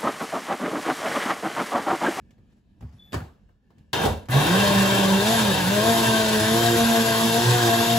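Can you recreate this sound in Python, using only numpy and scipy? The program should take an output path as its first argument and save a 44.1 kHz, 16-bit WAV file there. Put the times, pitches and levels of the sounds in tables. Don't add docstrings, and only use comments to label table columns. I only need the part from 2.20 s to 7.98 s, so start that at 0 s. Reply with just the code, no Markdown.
import sys
import numpy as np
from scipy import signal
from scipy.fft import rfft, irfft
from scipy.io import wavfile
from scipy.ndimage import uniform_filter1d

SR = 44100
rng = np.random.default_rng(int(sys.argv[2]) if len(sys.argv) > 2 else 0)


def file_out(sig):
    cols = np.atleast_2d(sig).T
    lim = np.clip(cols, -1, 1)
    pcm = np.round(lim * 32767).astype(np.int16)
    wavfile.write(sys.argv[1], SR, pcm)


N = 255030
TIME = np.arange(N) / SR
BLIP_ON_S, BLIP_OFF_S, RUN_S = 1.731, 1.86, 2.082


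# time in seconds, shaft speed in Hz.
SHAFT_SPEED = [(2.09, 122.9), (2.14, 129), (2.19, 144.3), (2.23, 152.6), (2.32, 177.3), (2.39, 198.4),
               (2.44, 201.5), (2.6, 195.5), (2.77, 196.7), (2.84, 193.3), (2.99, 195.0), (3.13, 230.5),
               (3.21, 220.2), (3.31, 192.2), (3.39, 190.5), (3.44, 176.4), (3.55, 207.5), (3.59, 207.2),
               (3.64, 222.4), (3.7, 230), (4.19, 214.6), (4.29, 220.7), (4.39, 232.1), (4.47, 233.1),
               (4.95, 225.1), (5.13, 228.2), (5.27, 240.1), (5.35, 242), (5.5, 229.8), (5.78, 231.8)]
# start and length in seconds, lift of half orders in dB.
CUP_ROCKS = [(3.64, 0.18, 7), (4.2, 0.065, 10.5), (4.341, 0.23, 12.5), (5.199, 0.308, 14.5),
             (5.55, 0.068, 7.5)]
def motor_tones():
    gate, (hz,) = curves(SHAFT_SPEED)
    hz = hz * (1 + 0.0011 * drift(36))
    rock_db = spells(CUP_ROCKS, edge_s=0.023)
    return gate * (shaft(hz, rock_db) + shell_buzz(hz, rock_db) + fan(hz) + mains_hum(hz, rock_db))


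LOW_ORDERS = [.5, 1, 1.5, 2, 3]
ORDER_BALANCE = [-1, -2.5, -4.5, 5.5, 7]
# pitch in Hz, level in dB.
BASE_RESPONSE = [(60, -52), (100, -29), (114, -29.5), (120, -21.5), (136, -16), (150, -26.5), (170, -27),
                 (195, -23), (215, -27), (227, -25.5), (234, -26.5), (238, -36), (243, -46), (290, -37),
                 (346, -24), (359, -33), (390, -30), (460, -32), (480, -33), (535, -37), (575, -35),
                 (597, -29.5), (650, -29.5), (686, -28.5), (698, -28), (720, -33.5)]
# start and length in seconds, drop in dB.
BLADE_JAMS = [(2.1, 0.32, 2.5), (2.57, 0.043, 0), (2.72, 0.093, 0.5), (3.18, .09, 8), (3.33, 0.18, 12),
              (4.65, .04, 9), (4.8, .04, 7), (5.2, 0.035, 2), (5.56, .04, 7)]
# start and length in seconds, lift in dB.
THIRD_SWELLS = [(2.38, 0.2, 3), (4.46, .16, 2.5), (5.46, 0.11, 4.5), (5.68, .12, 3.5)]
HALF_ORDER_DB = -14
def shaft(hz, rock_db):
    onset_db = 80 * np.log10(run_up(rise_s=0.069) + 0.01)
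    jam_db, sing_db = spells(BLADE_JAMS, edge_s=0.026), spells(THIRD_SWELLS, edge_s=0.04)
    out = 0
    for order, pan_db in zip(LOW_ORDERS, ORDER_BALANCE):
        db = np.repeat(lookup(BASE_RESPONSE, order * hz[::16]), 16)[:N] + onset_db
        if order % 1:
            db += HALF_ORDER_DB + rock_db
        elif order == 1:
            db -= 0.29 * rock_db
        else:
            db -= jam_db + 7 * unground() * abs(drift(27))
        db += (order == 3) * sing_db + 2.7 * drift(10) + 0.92 * drift(2.8)
        out += tone(order * hz, db, pan_db, turn=3 / 4)
    return out


def shell_buzz(hz, rock_db):
    out = 0
    for order in [2.5, 3.5, 4, 4.5, 5, 6, 6.5, 7, 7.5, 8, 9, 12, 14, 16, 20, 26]:
        db = np.repeat(shell_colour(order * hz[::64]), 64)[:N] - 41
        if order % 1:
            db += HALF_ORDER_DB + 0.89 * rock_db
        out += tone(order * hz, db + 6.1 * drift(12), pan_db=4, turn=3 / 4)
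    return out


VANE_ORDERS = [30, 40, 50]
# level in dB when the duct sings, pitch blur in Hz.
VANE_TONES = [(-44, 50), (-39, 60), (-39, 95)]
DUCT_HZ, DUCT_WIDTH_HZ = 227.5, 8.5
def fan(hz):
    duct_db = -9 * ((hz - DUCT_HZ) / DUCT_WIDTH_HZ) ** 4
    return sum(tone(order * hz + blur_hz * drift(137.5), duct_db + db + 1.6 * drift(60), pan_db=0)
               for order, (db, blur_hz) in zip(VANE_ORDERS, VANE_TONES))


# time in seconds, level in dB.
COIL_HUM = [(2.09, -35.5), (5.78, -36)]
HUM_HZ = 120
def mains_hum(shaft_hz, rock_db):
    _, (db,) = curves(COIL_HUM)
    hum_dip_db = 0.45 * rock_db
    hum = tone(np.full(N, HUM_HZ), db - hum_dip_db + 4.3 * drift(10), pan_db=0.59)
    return hum + tone(shaft_hz + HUM_HZ, db - 6, pan_db=0)


# frequency in Hz, relative level in dB.
HISS_SPECTRUM = [(3500, 5), (5000, 3.5), (6000, 0), (8000, -1.5), (10000, -1.5), (11500, -3.5), (13000, -1),
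                 (16000, -8.5)]
CHURN_SPECTRUM = [(25, -55), (50, -12), (90, 0), (160, 1.5), (300, -2), (500, 2), (800, -1.5), (1300, -18)]
SIZZLE_HZ = 8800
def motor_noise():
    roar_gain, air_gain, churn_gain, sizzle_gain = run_gains() + blip_gains()
    throb = 1 + 0.048 * np.sin(2 * np.pi * HUM_HZ * TIME)
    lumps = drift(32)
    roar = roar_gain * gain(0.59 * lumps) * noise(shell_colour, 1.8, size=2048, comb_db=5.5)
    treble = noise(band(HISS_SPECTRUM), 1.6, comb_db=2)
    air = signal.sosfilt(signal.butter(4, SIZZLE_HZ, "low", fs=SR, output="sos"), treble)
    sizzle = signal.sosfilt(signal.butter(4, SIZZLE_HZ, "high", fs=SR, output="sos"), treble)
    hiss = (air_gain * air + sizzle_gain * sizzle) * gain(0.8 * lumps)
    churn = churn_gain * gain(0.23 * lumps) * noise(band(CHURN_SPECTRUM), 1.85, size=2048, comb_db=2)
    return throb * (roar + hiss) + churn


# rise in seconds, level in dB at free speed,
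# dB per octave of speed, extra dB while the pieces are whole.
RUN_LEVELS = [(0.05, -26.5, 8, 7), (0.04, -29, 13, 0.5), (.08, -31.5, 1.5, 10.5), (0.03, -30.5, 3, 1.5)]
FREE_SPEED_HZ, GRIND_S = 227.3, 1
def run_gains():
    _, (hz,) = curves(SHAFT_SPEED)
    octaves = np.log2(hz / FREE_SPEED_HZ)
    return np.array([run_up(rise_s) ** 2 * gain(db + slope_db * octaves + pieces_db * unground())
                     for rise_s, db, slope_db, pieces_db in RUN_LEVELS])


def run_up(rise_s):
    return np.clip((TIME - RUN_S) / rise_s, 0, 1)


def unground():
    return np.exp(-np.maximum(TIME - RUN_S, 0) / GRIND_S)


# dB at contact before the jolt, dB at release, decay in dB a second.
BLIP_LEVELS = [(-29, -28.5, 173), (-47, -36.5, 203), (-30.5, -18.5, 167), (-40, -32, 198)]
JOLT_DB, JOLT_S = 5, 0.026
def blip_gains():
    since_on, since_off = np.maximum(TIME - BLIP_ON_S, 0), np.maximum(TIME - BLIP_OFF_S, 0)
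    built = np.minimum(since_on / (BLIP_OFF_S - BLIP_ON_S), 1) ** 2
    jolt = np.minimum(since_on / 0.003, 1) * gain(JOLT_DB * np.exp(-since_on / JOLT_S))
    return np.array([jolt * gain(on_db + (off_db - on_db) * built - decay * since_off)
                     for on_db, off_db, decay in BLIP_LEVELS])


# frequency in Hz, relative level in dB.
ROAR_SPECTRUM = [(500, -14.5), (900, -0.5), (1250, -9.5), (1600, -7), (2300, -9), (3500, -5), (5000, -14.5),
                 (6500, -21.5)]
# frequency in Hz, width in Hz, relative level in dB.
SHELL_MODES = [(1113, 48, -6), (1597, 195, -1), (2026, 13, -3), (2728, 47, -4.5), (3137, 31, -5),
               (3670, 98, -7), (6010, 130, -0.5)]
def shell_colour(hz):
    modes = sum(4 * gain(db) ** 2 / (1 + (2 * (hz - centre) / width) ** 2)
                for centre, width, db in SHELL_MODES)
    return band(ROAR_SPECTRUM)(hz) + 10 * np.log10(0.21 + modes)


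# time of the peak in seconds, level in dB.
MOTOR_KICKS = [(1.9, -21.5), (2.152, -54)]
# frequency in Hz, relative level in dB.
SHAKE_SPECTRUM = [(25, -41), (45, -34), (75, 15.5), (140, -14), (220, 6), (400, -33)]
RISE_DB_PER_S, FALL_DB_PER_S = 135, 184
def counter_shake():
    kicks = sum(gain(db + np.minimum(RISE_DB_PER_S * (TIME - peak_s), FALL_DB_PER_S * (peak_s - TIME)))
                for peak_s, db in MOTOR_KICKS)
    return kicks * (TIME > BLIP_ON_S) * noise(band(SHAKE_SPECTRUM), 3.3, size=2048)


# start in seconds, crack and thud in relative dB, bright share from 0 to 1.
CUP_BLOWS = [(0.107, -60.5, -51, 0.8), (0.181, -66.5, -51, 0.1), (0.608, -55.5, -41, 0.25),
             (0.624, -51, -29, 0.02), (.725, -66, -40, 0.2), (.922, -45, -46, 0.45), (.93, -31, -34, 0.15),
             (.942, -28.5, -21.5, 0.13), (1.002, -53, -29, 0.2), (1.29, -66, -68, 0.02),
             (1.505, -62.5, -71, 0.07), (1.582, -63.5, -50, 1), (1.731, -22, -37, 0.7),
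             (1.853, -32, -32, .45), (2.056, -56, -69, 0.6), (2.086, -39, -50, 0.3),
             (2.097, -34.5, -49, 0.1)]
# frequency in Hz, relative level in dB, seconds to fall 60 dB.
COUNTER_MODES = [(51.6, -36, 0.88), (75.8, -1.5, 0.38), (105.7, 7, 0.13), (148.6, 2, 0.14), (245, -7, 0.19),
                 (390, -22, 0.14), (576, -46.5, 0.028), (680, -16, 0.033)]
# start and length in seconds, level in dB.
CUP_SCRAPES = [(0, 0.048, -75), (.25, 0.17, -73), (0.618, 0.35, -68), (1.26, .1, -80)]
# frequency in Hz, relative level in dB.
DULL_SPECTRUM = [(180, 2), (350, 2.5), (800, -1.5), (1700, -9), (4000, -41), (8000, -39), (16000, -32)]
BRIGHT_SPECTRUM = [(800, -28), (1800, 0), (4000, -4), (8000, -11.5), (16000, -21)]
CRACK_S, TAIL_T60_S, SCRAPE_BRIGHT_SHARE = 0.0073, 0.35, 0.27
def cup_handling():
    t = np.arange(SR // 2) / SR
    dull_power, bright_power, thud = np.zeros((3, N))
    tunings = 1 + 0.03 * rng.uniform(-1.9, 1, (len(CUP_BLOWS), len(COUNTER_MODES)))
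    for (start_s, crack_db, thud_db, bright_share), tuning in zip(CUP_BLOWS, tunings):
        at = slice(round(start_s * SR), round(start_s * SR) + len(t))
        tail = gain(-4 - 10 * bright_share - 60 * t / TAIL_T60_S)
        envelope = (np.exp(-t / CRACK_S) + tail) * np.minimum(t / 0.0005, 1)
        power = (gain(crack_db) * envelope) ** 2
        dull_power[at] += 2.4 * power * (1 - bright_share)
        bright_power[at] += power * bright_share
        ring = sum(gain(db - 60 * t / t60_s) * np.sin(2 * np.pi * hz * ratio * t)
                   for (hz, db, t60_s), ratio in zip(COUNTER_MODES, tuning))
        thud[at] += gain(thud_db) * ring * (1 - np.exp(-t / 0.013))
    scrapes = spells([(start_s, length_s, gain(db)) for start_s, length_s, db in CUP_SCRAPES], 0.088)
    friction = (scrapes * gain(1.6 * drift(40))) ** 2
    dull = np.sqrt(dull_power + friction * (1 - SCRAPE_BRIGHT_SHARE)) * noise(band(DULL_SPECTRUM), 2.5)
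    bright = np.sqrt(bright_power + friction * SCRAPE_BRIGHT_SHARE) * noise(band(BRIGHT_SPECTRUM), 2.4)
    return dull + bright + thud


# time in seconds, pitch in Hz, level in dB.
CUP_SQUEAK = [(.782, 3465, -67), (.8, 3470, -56), (.92, 3465, -63)]
CUP_WHISTLE = [(.74, 10700, -86), (.82, 11800, -83), (.92, 12100, -72)]
def cup_twist():
    out = 0
    for rows, wobble_hz, flutter_db in [(CUP_SQUEAK, 6, 4), (CUP_WHISTLE, 300, 5)]:
        gate, (hz, db) = curves(rows)
        out += gate * tone(hz + wobble_hz * drift(200), db + flutter_db * drift(130), pan_db=2.3)
    return out


# frequency in Hz, relative level in dB.
ROOM_SPECTRUM = [(15, -50), (25, 6), (49, 2), (175, -8.5), (206, 0.5), (229, -9), (451, -22), (1370, -40.5),
                 (1740, -28), (1890, -43), (2690, -37), (3250, -40.5), (16000, -59.5)]
ROOM_DB = -55
def room_tone():
    return gain(ROOM_DB + 2 * drift(6.7)) * noise(lambda hz: lookup(ROOM_SPECTRUM, hz), 2.3, size=2048)


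# frequency in Hz, left minus right in half turns.
STEREO_PHASE = [(0, 0), (300, 0), (1640, .4), (3270, .15), (7600, 0), (8700, -.97), (9300, -1.03),
                (10500, -1.95), (11900, -2.05), (12800, -2.97), (13800, -3.03), (14500, -3.9), (16600, -4)]
def stereo_phase(hz):
    return np.pi * np.interp(hz, *np.transpose(STEREO_PHASE))


def tone(hz, db, pan_db, turn=None):
    angle = 2 * np.pi * (np.cumsum(hz) / SR + (rng.random() if turn is None else turn))
    level = np.repeat(gain(db[::16]), 16)[:N]
    shift = np.repeat(stereo_phase(hz[::16]), 16)[:N]
    return np.sqrt(2) * level * gain([[pan_db / 2], [-pan_db / 2]]) * np.sin([angle, angle - shift])


# frequency in Hz, likeness from 0 to 1.
PORT_LIKENESS = [(25, 0.39), (60, 1), (130, 0.92), (290, 0.85), (640, 0.28), (1400, 0.6), (3100, .55),
                 (6000, 0.34), (7500, 1), (16000, 1)]
# frequency in Hz, left minus right in dB.
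PORT_BALANCE = [(60, -1), (110, 2.5), (200, -1), (380, -4), (700, 1.5), (1290, -2), (2380, 2.5),
                (4400, 3.5), (8120, -1.5), (15000, 0.5)]
def noise(spectrum_db, patchy_db, size=1024, comb_db=0):
    frames, hz = 4 * N // size + 5, np.fft.rfftfreq(size, 1 / SR)
    re, im, other_re, other_im, patches = rng.standard_normal((frames, len(hz), 5), dtype=np.float32).T
    patches = unit_rms(uniform_filter1d(uniform_filter1d(patches, size=8, axis=0), size=12, axis=1))
    likeness = lookup(PORT_LIKENESS, hz)[:, None]
    left = re + 1j * im
    right = likeness * left + np.sqrt(1 - likeness ** 2) * (other_re + 1j * other_im)
    right *= np.exp(-1j * stereo_phase(hz))[:, None]
    side_db = lookup(PORT_BALANCE, hz)[:, None] / 2
    comb = np.clip(rng.standard_normal((len(hz), 1)), -2, 1.5) / (1 + (hz[:, None] / 5000) ** 2)
    db = spectrum_db(hz)[:, None] + patchy_db * patches + comb_db * comb
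    spectra = np.array([left * gain(db + side_db), right * gain(db - side_db)])
    return unit_rms(signal.istft(spectra, nperseg=size, noverlap=size * 3 // 4)[1][:, :N])


def drift(hz):
    steps = N // 64 + 2
    spectrum = rfft(rng.standard_normal(steps)) / (1 + (np.fft.rfftfreq(steps, 64 / SR) / hz) ** 4)
    return np.interp(np.arange(N) / 64, np.arange(steps), unit_rms(irfft(spectrum, steps)))


def curves(rows):
    times, *columns = np.transpose(rows)
    gate = np.clip(np.minimum(TIME - times[0], times[-1] + 0.02 - TIME) / 0.004, 0, 1)
    return gate, [np.interp(TIME, times, column) for column in columns]


def spells(rows, edge_s):
    return sum(height * np.clip(np.minimum(TIME - start_s, start_s + length_s - TIME) / edge_s + 0.5, 0, 1)
               for start_s, length_s, height in rows)


def band(points):
    def spectrum_db(hz):
        octaves_outside = np.log2((hz + 1) / np.clip(hz + 1, points[0][0], points[-1][0]))
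        return lookup(points, hz) - 18 * abs(octaves_outside)
    return spectrum_db


def lookup(points, hz):
    table_hz, values = np.transpose(points)
    return np.interp(np.log(hz + 1), np.log(table_hz + 1), values)


def gain(db):
    return 10 ** (np.asarray(db) / 20)


def unit_rms(x):
    return x / np.sqrt(np.mean(x ** 2) + 1e-20)


def scene():
    return room_tone() + cup_twist() + cup_handling() + motor_tones() + motor_noise() + counter_shake()


LOW_CUT_HZ, HIGH_CUT_HZ = 40, 15720
def record(dry):
    thinned = signal.sosfilt(signal.butter(3, LOW_CUT_HZ, "high", fs=SR, output="sos"), dry)
    band_limit = signal.firwin(1023, HIGH_CUT_HZ, window=("kaiser", 9), fs=SR)
    return signal.oaconvolve(thinned, band_limit[None], "same")


dry = scene()
out = record(dry)
file_out(out)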